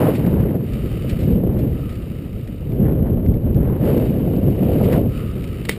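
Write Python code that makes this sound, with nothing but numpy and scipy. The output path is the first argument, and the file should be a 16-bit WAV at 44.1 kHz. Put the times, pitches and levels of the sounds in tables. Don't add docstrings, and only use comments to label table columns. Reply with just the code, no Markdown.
import sys
import numpy as np
from scipy import signal
from scipy.fft import rfft, irfft, next_fast_len
from scipy.io import wavfile
from scipy.ndimage import uniform_filter1d

SR = 44100
rng = np.random.default_rng(int(sys.argv[2]) if len(sys.argv) > 2 else 0)


def dump(signal):
    limited = np.clip(np.atleast_2d(signal).T, -1, 1)
    pcm = np.round(limited * 32767).astype(np.int16)
    wavfile.write(sys.argv[1], SR, pcm)


N = 254898
TIME = np.arange(N) / SR
FFT_SIZE = next_fast_len(N + SR // 4)
FREQS = np.maximum(np.fft.rfftfreq(FFT_SIZE, 1 / SR), 1)

# time in seconds, relative level in dB.
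FLOW = [(0.07, -14.5), (0.17, -29), (0.53, -25), (0.65, -36), (1.15, -33.5), (1.33, -27), (1.62, -28.5),
        (1.9, -39.5), (2.62, -42), (2.83, -26), (3.0, -27), (3.45, -30), (3.79, -28), (3.87, -17),
        (4.15, -26.5), (4.58, -25.5), (4.72, -20.5), (4.98, -17.5), (5.12, -36), (5.64, -39.5)]
BRISK_FLOW_DB = -25.5
# time in seconds, relative level in dB.
FABRIC_AIR = [(0, -42.5), (0.3, -51.0), (0.58, -59.5), (0.7, -49), (1.15, -48), (1.33, -50), (1.43, -61),
              (1.8, -51.5), (2.8, -58), (3.0, -65), (3.77, -59.5), (3.86, -46.0), (4.3, -54.5), (4.97, -47),
              (5.04, -58.5), (5.16, -46.5), (5.35, -51), (5.64, -50)]
# frequency in Hz, gain in dB.
TICK_COLOUR = [(300, 8.5), (1200, -9.5), (2100, 7.5), (3000, 0.5), (4000, -3), (5500, -10.5)]


def buffet(deep_hz=70, large_hz=185, small_hz=620, shrink_octaves_per_db=0.06):
    # frequency in Hz, gain in dB.
    pressure_colour = [(15, -15), (30, -5), (50, 2.5), (100, 2), (180, -1), (310, -8), (500, -14),
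                       (650, -22.5), (850, -37), (1200, -43.5), (2000, -54.5), (3000, -53), (5500, -80)]
    # time in seconds, relative level in dB.
    rumble = [(0.0, -55), (0.4, -19.5), (0.58, -46), (0.71, -24.5), (1.87, -25.5), (2.27, -35), (2.33, -24),
              (2.41, -31.5), (3.38, -15.5), (4.04, -31), (5.02, -22.5), (5.65, -30.5), (5.78, -42.5)]
    # centre in seconds, bass lift in dB.
    thumps = [(.02, 3), (0.271, 5), (.37, 3), (1.31, 6.5), (1.631, 1.5), (2.821, 5), (3.3, 3.5), (3.6, 6),
              (4.5, 4.5)]
    # centre in seconds, drop in dB.
    slacks = [(1.0, 3.5), (3.21, 2.5), (3.41, 6), (3.78, 4.5), (4.11, 0.5), (4.56, 4)]
    flow_db = curve(FLOW)
    deep_db = curve(rumble) + 3
    saturated_db = -20 * np.log10(np.hypot(undb(-flow_db - 16), undb(12.5)))
    large_db = saturated_db + sum(db * swell(s, half_s=0.057) for s, db in thumps)
    small_db = flow_db + 13 + 2 * flicker(55)
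    shrink_octaves = shrink_octaves_per_db * (flow_db - BRISK_FLOW_DB)
    eddy_hz = np.minimum(large_hz * 2 ** shrink_octaves, small_hz / 2)
    turbulence = noise(colour(pressure_colour))
    octave = np.clip(np.log2(FREQS / 40), 0, 7)
    pressure = 0
    for k in range(8):
        hz = 40 * 2 ** k
        band = shape(turbulence, np.maximum(1 - abs(octave - k), 0))
        band = band / np.sqrt(uniform_filter1d(unit(band) ** 2, size=SR // 6))
        smallness = np.clip(np.log(hz / eddy_hz) / np.log(small_hz / eddy_hz), 0, 1)
        band_db = large_db + smallness * (small_db - large_db)
        rumble_share = 1 / (1 + (hz / deep_hz) ** 4)
        band_db = band_db + rumble_share * (deep_db - band_db)
        tumble_db = flicker(21)
        pressure = pressure + band * undb(band_db + tumble_db)
    slack_db = sum(db * swell(s, half_s=0.033) for s, db in slacks)
    lurch_db = 0.5 * flicker(22)
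    return pressure * undb(lurch_db - slack_db)


def rasp(pressure, gain_db=4.5, growth_db_per_db=0.57):
    # frequency in Hz, gain in dB.
    rasp_colour = [(300, -7), (800, 7.5), (1300, -2), (2000, -6), (3000, -22), (5500, -36)]
    # centre in seconds, relative level in dB, half length in seconds.
    jets = [(0.045, -32.5, 0.098), (.25, -44.5, 0.06), (0.404, -43.5, 0.19), (1.564, -51, 0.15),
            (2.883, -43.5, 0.066), (3.074, -44, 0.044), (3.686, -45.5, 0.17), (3.887, -44.5, 0.083),
            (4.933, -33.5, 0.029)]
    steady = undb(-56 + growth_db_per_db * (curve(FLOW) - BRISK_FLOW_DB))
    surges = sum(undb(db) * swell(s, half_s) for s, db, half_s in jets)
    peaks = pressure ** 2 / uniform_filter1d(pressure ** 2, size=SR // 16)
    spits = rng.standard_normal(N) * (0.13 + peaks) ** 0.55
    return unit(shape(spits, colour(rasp_colour))) * np.hypot(steady, surges) * undb(gain_db)


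def goggles(crack_db=-3, ring_db=-1):
    # time in seconds, relative level in dB, the crack's 60 dB decay in seconds.
    knocks = [(5.689, -25, 0.06), (5.6935, -10.5, 0.018), (5.699, -30, 0.16), (5.712, -33.5, .19)]
    # frequency in Hz, relative level in dB, 60 dB decay in seconds.
    modes = [(455, -1.5, 0.029), (1380, -7, 0.0068), (2000, 5, 0.014), (2200, -16.5, 0.081),
             (3120, -21.5, 0.12), (3680, -5.5, 0.017), (5360, -13.5, 0.017)]
    contact = sum(undb(db) * burst(s, 0.00042, t60) for s, db, t60 in knocks)
    crack = noise(colour(TICK_COLOUR)) * contact
    frame = sum(undb(db) * np.sin(2 * np.pi * hz * TIME) * burst(0, 1, t60) for hz, db, t60 in modes)
    ring = sum(undb(db) * np.interp(TIME - s, TIME, frame) for s, db, _ in knocks)
    return undb(crack_db) * crack + undb(ring_db) * ring


def rustle(gain_db=2, grain_db=3, flutter_hz=72.7, works_free_s=5.3):
    # frequency in Hz, gain in dB.
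    rustle_colour = [(300, -20), (900, -9), (1600, -3.5), (2050, 0), (2400, 0), (2950, 2), (3400, -10),
                     (3780, -5), (4100, -14.5), (4500, -9.5), (5400, -18)]
    beat_hz = flutter_hz * (1 + 0.058 * flicker(20))
    beat = np.sin(2 * np.pi * np.cumsum(beat_hz) / SR)
    depth_db = np.where(TIME < works_free_s, 1, 3)
    crinkles = rng.standard_normal(N) * undb(grain_db * flicker(750) + depth_db * beat)
    return unit(shape(crinkles, colour(rustle_colour))) * undb(curve(FABRIC_AIR) + gain_db)


def flaps_and_ticks(gain_db=-4, tick_rise_s=0.0012, tick_t60_s=0.031, strays_per_s=26):
    # time in seconds, relative peak in dB.
    folds = [(.154, -31.5), (1.098, -29.5), (1.211, -36.5), (1.592, -38.5), (1.898, -40), (4.845, -32),
             (4.930, -30)]
    # time in seconds, relative peak in dB.
    fittings = [(0.265, -30.5), (0.736, -33), (2.475, -35.5), (2.72, -40), (3.263, -36.5), (3.340, -37.5),
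                (3.546, -38), (3.977, -31.5), (4.053, -45), (4.732, -35.5), (5.442, -30.5), (5.653, -24.5)]
    flaps = sum(undb(db) * burst(s, rise_s=0.0064, t60_s=0.13) for s, db in folds)
    ticks = sum(undb(db) * burst(s, tick_rise_s, tick_t60_s) for s, db in fittings)
    hits = rng.random(N) < strays_per_s / SR
    hit_db = curve(FABRIC_AIR) + 2 - 6 * rng.standard_normal(N)
    strays = signal.fftconvolve(hits * undb(hit_db), burst(0, tick_rise_s, tick_t60_s))[:N]
    return (flaps + ticks + strays) * noise(colour(TICK_COLOUR)) * undb(gain_db)


def whistle(pitch_hz=1261, width_hz=190, gain_db=-3.5, choke_db=-30.5, choke_range_db=2):
    # centre in seconds, lift in dB.
    swells = [(.93, 2), (1.85, 5), (5.19, 7)]
    calm = 1 / (1 + np.exp((curve(FLOW) - choke_db) / choke_range_db))
    lift_db = sum(db * swell(s, half_s=0.23) for s, db in swells)
    note = noise(1 / (1 + (2 * (FREQS - pitch_hz) / width_hz) ** 2))
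    return note * calm * undb(curve(FABRIC_AIR) + gain_db + lift_db)


def undb(db):
    return 10 ** (np.asarray(db) / 20)


def unit(x):
    return x / np.sqrt(np.mean(x ** 2))


def curve(points):
    return np.interp(TIME, *np.transpose(points))


def colour(points):
    hz, db = np.transpose(points)
    return undb(np.interp(np.log(FREQS), np.log(hz), db))


def shape(x, gain):
    return irfft(rfft(x, FFT_SIZE) * gain, FFT_SIZE)[:N]


def noise(gain):
    return unit(shape(rng.standard_normal(N), gain))


def flicker(rate_hz):
    return noise(1 / (1 + (FREQS / rate_hz) ** 4) * FREQS / (FREQS + 4))


def burst(peak_s, rise_s, t60_s):
    age = TIME - peak_s
    exponent = np.where(age < 0, age / rise_s, -np.log(1000) * age / t60_s)
    return np.exp(np.maximum(exponent, -50))


def swell(centre_s, half_s):
    return 1 / (1 + ((TIME - centre_s) / half_s) ** 2) ** 2


def scene():
    pressure = buffet()
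    return (pressure + rasp(pressure) + rustle() + whistle() + flaps_and_ticks() + goggles())[None]


def record(dry, sampling_hz=12000, input_top_hz=5650, top_hz=15350, upper_side_db=-3):
    # distance from the sampling rate in Hz, gain in dB.
    mirror = [(30, -63), (100, -40.5), (400, -28.5), (1000, -20.5), (2000, -13), (3000, -9.5), (5000, -2.5)]
    fade = np.clip(np.minimum(TIME, TIME[-1] - TIME) / 0.003, 0, 1)
    rounded = np.tanh(dry[0] * fade)
    sound = shape(rounded, 1 / np.sqrt(1 + (FREQS / input_top_hz) ** 70))
    image = 2 * shape(sound, 1j * colour(mirror)) * np.sin(2 * np.pi * sampling_hz * TIME)
    upper_ramp = np.clip((FREQS - sampling_hz) / (top_hz - sampling_hz), 0, 1)
    image = shape(image, undb(upper_side_db * upper_ramp))
    lowpass = signal.ellip(10, 0.2, 80, top_hz, fs=SR, output="sos")
    return signal.sosfilt(lowpass, sound + image)[None]


dry = scene()
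out = record(dry)
dump(out)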